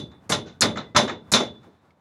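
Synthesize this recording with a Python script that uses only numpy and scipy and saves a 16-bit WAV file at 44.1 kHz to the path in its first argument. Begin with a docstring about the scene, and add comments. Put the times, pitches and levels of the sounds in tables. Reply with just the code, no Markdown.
"""A hammer drives a fitting on a steel scaffold, about three blows a second.
Most blows add bright, shaped noise of steel contact to the clang of the fitting going home: a short crack,
a dense wash of decaying noise, and sine modes of the frame and the tube walls. Loose fittings knock, small parts
ping, deck boards thud and one tick falls late, all as enveloped noise, the knocks with tube modes added.
A faint late echo comes off the buildings, over low outdoor noise."""
import sys
import numpy as np
from scipy import signal
from scipy.fft import rfft, irfft
from scipy.io import wavfile

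SR = 44100
rng = np.random.default_rng(int(sys.argv[2]) if len(sys.argv) > 2 else 0)


def wrap_up_sound(samples):
    """Save the sound to the file named by the first command line argument, as 16-bit audio."""
    columns = np.atleast_2d(samples).T
    # keep every value between -1 and 1, then stretch to whole-number steps
    tamed = np.clip(columns, -1, 1)
    steps = np.round(tamed * 32767).astype(np.int16)
    wavfile.write(sys.argv[1], SR, steps)


N = 88420  # length of the scene in samples
EVENT_SIZE = 30000  # length of one struck sound in samples

# modes of the tube wall: [f/Hz, level/dB, t60/s before the length factor]
TUBE_MODES = [(3481, 0, .385), (3525, 3.5, .28), (3549, -6, .22), (3596, -4, .27), (3665, -4, .21),
              (3727, -1, .22), (3868, -1.5, .22), (3991, -3, .2), (4778, -2, .19), (5007, -5, .18),
              (6221, -3, .19), (7013, -6, .18), (7213, -7, .18), (7505, -9, .17), (8409, -11, .15),
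              (9770, -16, .21), (9890, -18, .18)]
TUBE_DB = -14.5  # added to the tube level of each blow or knock


def undb(db):
    """Turn decibels into gain."""
    return 10 ** (np.asarray(db) / 20)


def along(table, hz):
    """Read (Hz, value) points on a log-frequency axis."""
    points = np.array(table, float)
    return np.interp(np.log(hz + 1e-9), np.log(points[:, 0]), points[:, 1])


def bins(size=EVENT_SIZE):
    """Frequencies of the spectrum in Hz."""
    return np.arange(size // 2 + 1) * SR / size


def noise(db, size=EVENT_SIZE):
    """Random-phase noise of rms 1 with the given spectrum in dB."""
    phase = 2 * np.pi * rng.random(size // 2 + 1)
    x = irfft(undb(db) * np.exp(1j * phase), size)
    return x / np.std(x)


def hump(hz, octaves):
    """Spectrum of a broad resonance in dB, 3.5 dB down at the given octaves to either side."""
    distance = np.log2((bins() + 1) / hz) / octaves
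    return -20 * np.log10(1 + distance ** 4 / 2)


def strike(rise, t60):
    """Envelope that swells with a time constant in s and loses 60 dB in each t60."""
    age = np.arange(EVENT_SIZE) / SR
    swell = 1 - np.exp(-np.minimum(age / max(rise, 1e-5), 30))
    decay = np.exp(-np.minimum(np.log(1000) * age / t60, 30))
    return swell * decay


def walk(seconds, size=EVENT_SIZE):
    """Random curve: straight lines between unit-normal points spaced by the given seconds."""
    steps = np.arange(size) / SR / max(seconds, 1e-3)
    return np.interp(steps, np.arange(1024), rng.standard_normal(1024))


def add(track, start, sound):
    """Mix a sound into the track at its time, trimmed to the track."""
    first = int(round(start * SR))
    lo, hi = max(first, 0), min(first + len(sound), N)
    track[lo:hi] += sound[lo - first:hi - first]


def hammer():
    """The hard click of the hammer face and the sizzle that it sends along the steel."""
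    # hammer meets steel: [t/s, sizzle level/dB, click level/dB, sizzle body below 3 kHz/dB, sizzle rise/s]
    contacts = [(0.2934, -13.5, -35.5, 3, 0.013), (0.3213, -30.5, -27.5, 3.5, .0004),
                (0.6086, -16, -10, -10.5, 0.0016), (1.3176, -14.5, -13.5, -3, 0.003)]
    # sizzle of the hammer face on steel: [f/Hz, relative level/dB]
    face = [(100, -6.5), (1000, -8), (2200, -11), (3200, -20), (4200, -10), (7300, -9), (9200, -17.5),
            (10000, -11.5), (12000, -24.5), (15500, -44)]
    sizzle_t60_s, click_t60_s = 0.11, 0.007
    click_hz, click_octaves = 7340, 0.19
    out = np.zeros(N)
    for start, sizzle_db, click_db, body_db, rise in contacts:
        body = along([(3000, body_db), (4200, 0)], bins())
        sizzle = noise(along(face, bins()) + body) * strike(rise, sizzle_t60_s)
        add(out, start, undb(sizzle_db) * sizzle)
        click = noise(hump(click_hz, click_octaves)) * strike(0, click_t60_s)
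        add(out, start, undb(click_db) * click)
    return out


def blows(steel):
    """The fitting goes home with a crack and sets frame and tube ringing."""
    # fitting goes home: [t/s, overall level/dB, bass/dB, middle/dB, treble/dB, tube ring/dB,
    # length factor, crack/dB]
    hits = [(-.09, -15, 0.5, -6, 8, 5, 0.91, 22), (0.3202, -20.5, 4, 1, 7.5, 2.5, 0.91, 3),
            (0.6193, -17, 4.5, 2, 3.5, 1, 1, 1.5), (0.9622, -13, -13.5, 0.5, 7, -1.5, 1.0, 2.5),
            (1.336, -14.5, -5, 0.5, 9, 3, 0.94, -5.5)]
    # modes of the frame: [f/Hz, level/dB, t60/s before the length factor]
    frame_modes = [(131, -8, .42), (217, 1, .46), (243, 1, .46), (410, -3, .4), (565, -7, .3),
                   (593, 1, .38), (862, -3, .28), (1026, 1, .22), (1125, -5, .24), (1211, -3, .25),
                   (1375, -2, .24), (1472, -7, .22), (1915, -10, .24), (2020, -9, .24)]
    frame_db = -11  # added to the middle level of each blow
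    frame_rise_s, tube_rise_s = 0.0034, 0.0011
    out = np.zeros(N)
    for start, db, bass_db, middle_db, treble_db, tube_db, length, crack_db in hits:
        frame = undb(frame_db + middle_db) * ring(frame_modes, frame_rise_s, length)
        tube = undb(TUBE_DB + tube_db) * ring(TUBE_MODES, tube_rise_s, length)
        wash = clang(steel, bass_db, middle_db, treble_db, length)
        add(out, start, undb(db) * (undb(crack_db) * crack() + wash + frame + tube))
    return out


def crack(tone_db=0, rise=0):
    """The short noise burst as steel lands on steel; a soft landing blunts it."""
    # first crack of a clang: [f/Hz, relative level/dB]
    colour = [(150, -8.5), (600, -12.5), (1300, 12), (2900, -16), (3800, -6), (5200, -12.5), (7200, -8.5),
              (8500, -26.5), (15500, -37.5)]
    rise_s, t60_s = 0.00031, 0.059  # the landing's own rise adds to this one
    return noise(along(colour, bins()) + tone_db) * strike(rise_s + rise, t60_s)


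def scaffold():
    """Spectrum of the steelwork in dB, with fine peaks and dips that every blow and knock shares."""
    # dense clang of the scaffold: [f/Hz, relative level/dB]
    steelwork = [(30, -44), (65, -3.5), (130, 3.5), (300, 4), (590, 9), (730, 4.5), (1000, 4.5),
                 (1400, 3.5), (2200, -1.5), (3330, -5), (3560, 4.5), (4400, -7), (6000, -4.5),
                 (7300, -12.5), (8000, -26.5), (9500, -20), (9850, -17), (11000, -36.5), (12500, -41.5),
                 (15500, -47.5)]
    ripple_db, ripple_hz = 2.5, 45  # spread and spacing of the peaks and dips
    hz = bins()
    marks = np.arange(0, SR / 2, ripple_hz)
    ripple = ripple_db * np.interp(hz, marks, rng.standard_normal(len(marks)))
    return along(steelwork, hz) + ripple * np.minimum(hz / 1500, 1)  # smoother below 1.5 kHz


def clang(steel, bass_db, middle_db, treble_db, length, rise=0):
    """Countless modes and reflections as noise, each band with its own swell and decay; bass rings on."""
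    # swell and decay of the clang: [f/Hz, rise/s before any added rise, t60/s before the length factor]
    bands = [(82, 0.014, 0.79), (223, 0.036, 0.57), (585, 0.0032, 0.31), (1230, 0.0084, 0.21),
             (2386, 0.00025, 0.21), (3600, 0.0015, 0.25), (5300, 0.0018, 0.17), (12000, 0.0045, .2)]
    rattle_db, rattle_s = -0.5, 0.0029  # random unevenness of level and the spacing of its points
    hz = bins()
    tone = along([(250, bass_db), (700, middle_db), (1800, middle_db), (5500, treble_db)], hz)
    spectrum = rfft(noise(steel)) * undb(tone)
    centres, pitch = np.log([row[0] for row in bands]), np.log(hz + 1)
    out = 0
    for share, (_, swell, t60) in zip(np.eye(len(bands)), bands):
        weight = np.interp(pitch, centres, share)  # neighbouring bands crossfade
        out = out + irfft(spectrum * weight) * strike(swell + rise, t60 * length)
    return out * undb(rattle_db * walk(rattle_s))


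def ring(modes, rise, length):
    """Struck sine modes; reflections make each one waver in level and phase."""
    level_waver, phase_wander_rad, waver_s = 0.36, 0.45, 0.024
    t, out = np.arange(EVENT_SIZE) / SR, 0
    for hz, db, t60 in modes:
        phase = 2 * np.pi * (hz * t + rng.random()) + phase_wander_rad * walk(waver_s)
        tone = undb(db) * np.sin(phase.astype(np.float32))
        waver = 1 + level_waver * walk(waver_s)
        out = out + tone * waver * strike(rise, t60 * length)
    return out


def knocks(steel):
    """Duller clanks of loose fittings, which reach only the lower tube modes."""
    # loose fittings knock: [t/s, overall level/dB, treble/dB, tube ring/dB, rise/s, crack/dB]
    # the tube rises as listed, the clang adds the whole rise to its own and the crack adds half
    clanks = [(0.113, -49, -26, 3.5, 0.0061, 0), (.458, -40, 5, -7.5, 0.023, -13.5),
              (.757, -28, -19, -15.5, 0.0046, -5.5), (0.772, -30, -4, -3.5, 0.0008, 3),
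              (.947, -10, -10.5, -5.5, 0.022, -10.5), (1.076, -24, -8.5, -1, 0.0044, -5),
              (1.093, -37.5, 1, -15, 0.0015, 9.5), (1.363, -20, -4, -1, 0.0016, -0.5),
              (1.402, -28.5, 2.5, 7, 0.0045, 6), (1.63, -54.5, -5, -8, 0.007, 4)]
    bass_db, top_db, length = -5.5, -10.5, 0.99  # length is a factor on the decay times
    out = np.zeros(N)
    dull = along([(7400, 0), (8200, top_db)], bins())
    low_modes = [mode for mode in TUBE_MODES if mode[0] < 4200]
    for start, db, treble_db, tube_db, rise, crack_db in clanks:
        tube = undb(TUBE_DB + tube_db) * ring(low_modes, rise, length)
        burst = undb(crack_db) * crack(dull, rise / 2)
        wash = clang(steel + dull, bass_db, 0, treble_db, length, rise)
        add(out, start, undb(db) * (burst + wash + tube))
    return out


def pings():
    """Small steel parts ring briefly, each as a band of noise like a cluster of modes."""
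    # small steel parts ping: [t/s, level/dB, centre f/Hz, width/Hz, t60/s]
    parts = [(0.298, -29.5, 10100, 270, 0.037), (0.456, -54, 1500, 100, 0.4),
             (0.621, -13, 4500, 1300, 0.093), (.758, -45.5, 2020, 50, 0.41), (1.4, -49, 7100, 324, 0.086),
             (.772, -36.5, 1300, 75, .16), (0.782, -34, 3850, 546.6, 0.14),
             (1.096, -28.5, 1610, 930, 0.067), (1.336, -11.5, 3900, 700, 0.075),
             (1.512, -49.5, 3472, 40, 0.17), (.969, -16.5, 1007, 70.3, 0.11),
             (1.906, -54, 2105, 278.6, 0.025)]
    rise_s = 0.00019
    out = np.zeros(N)
    for start, db, hz, width, t60 in parts:
        octaves = np.log2(1 + width / hz / 2)  # half the width, above the centre
        add(out, start, undb(db) * noise(hump(hz, octaves)) * strike(rise_s, t60))
    return out


def boards():
    """The deck boards jump and thud on the frame, each thud a broad low hump of noise."""
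    # deck boards thud: [t/s, level/dB, centre f/Hz]
    thuds = [(0.022, -37, 198), (0.257, -43.5, 97.2), (0.296, -23, 151), (0.3, -27, 381),
             (0.459, -38.5, 303), (0.608, -26, 180.3), (0.636, -22, 235), (.762, -30, 220.3),
             (0.947, -19.5, 150), (.985, -21.5, 560), (1.019, -20, 243), (1.099, -29, 261.4),
             (1.322, -22.5, 174.8), (1.401, -21, 406), (1.667, -45.5, 265), (1.965, -61, 505)]
    octaves, rise_s, t60_s = 0.76, 0.0035, 0.21
    out = np.zeros(N)
    for start, db, hz in thuds:
        add(out, start, undb(db) * noise(hump(hz, octaves)) * strike(rise_s, t60_s))
    return out


def tick():
    """A small hard object ticks once: a short, dry band of noise."""
    start_s, level_db = 1.9065, -64.5
    centre_hz, octaves, t60_s = 3570, 0.48, 0.032
    out = np.zeros(N)
    add(out, start_s, undb(level_db) * noise(hump(centre_hz, octaves)) * strike(0, t60_s))
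    return out


def site(sound):
    """The buildings around send back a faint, dull wash: the sound convolved with decaying noise."""
    # colour of the late echo: [f/Hz, relative level/dB]
    colour = [(100, -0.5), (1000, -0.5), (3600, -9), (6000, -14.5), (12000, -26.5)]
    level_db, rise_s, t60_s = -47, 0.07, 1.6
    age = np.arange(N) / SR
    envelope = (1 - np.exp(-age / rise_s)) * np.exp(-np.log(1000) * age / t60_s)
    tail = noise(along(colour, bins(size=N)), size=N) * envelope
    return undb(level_db) * signal.fftconvolve(sound, tail / np.linalg.norm(tail))[:N]


def air():
    """Distant rumble and hiss: shaped noise whose level wavers at random."""
    # outdoor background: [f/Hz, relative level/dB]
    colour = [(25, -35.5), (50, -26.5), (80, 7.5), (115, -4.5), (180, 1.5), (400, -8.5), (800, -8.5),
              (1400, -13), (2500, -25.5), (5000, -33.5), (9000, -39), (15500, -44.5)]
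    level_db, swell_db, swell_s = -60, -4, 0.05  # level, its random swing and the spacing of its points
    level = undb(level_db + swell_db * walk(swell_s, size=N))
    return level * noise(along(colour, bins(size=N)), size=N)


def scene():
    """All the work on the scaffold with its late echo, over the outdoor background."""
    steel = scaffold()
    work = hammer() + blows(steel) + knocks(steel) + pings() + boards() + tick()
    return (air() + work + site(work))[None]


def record(dry):
    """A high-pass thins the deepest bass, tanh rounds the peaks and a steep low-pass cuts the top."""
    low_cut_hz, top_hz = 61, 15900
    bass_cut = signal.butter(2, low_cut_hz, "highpass", fs=SR, output="sos")
    rounded = np.tanh(signal.sosfilt(bass_cut, dry))
    top_cut = signal.ellip(8, .2, 80, top_hz, fs=SR, output="sos")  # 0.2 dB ripple, 80 dB stopband
    return signal.sosfilt(top_cut, rounded)


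dry = scene()
out = record(dry)
wrap_up_sound(out)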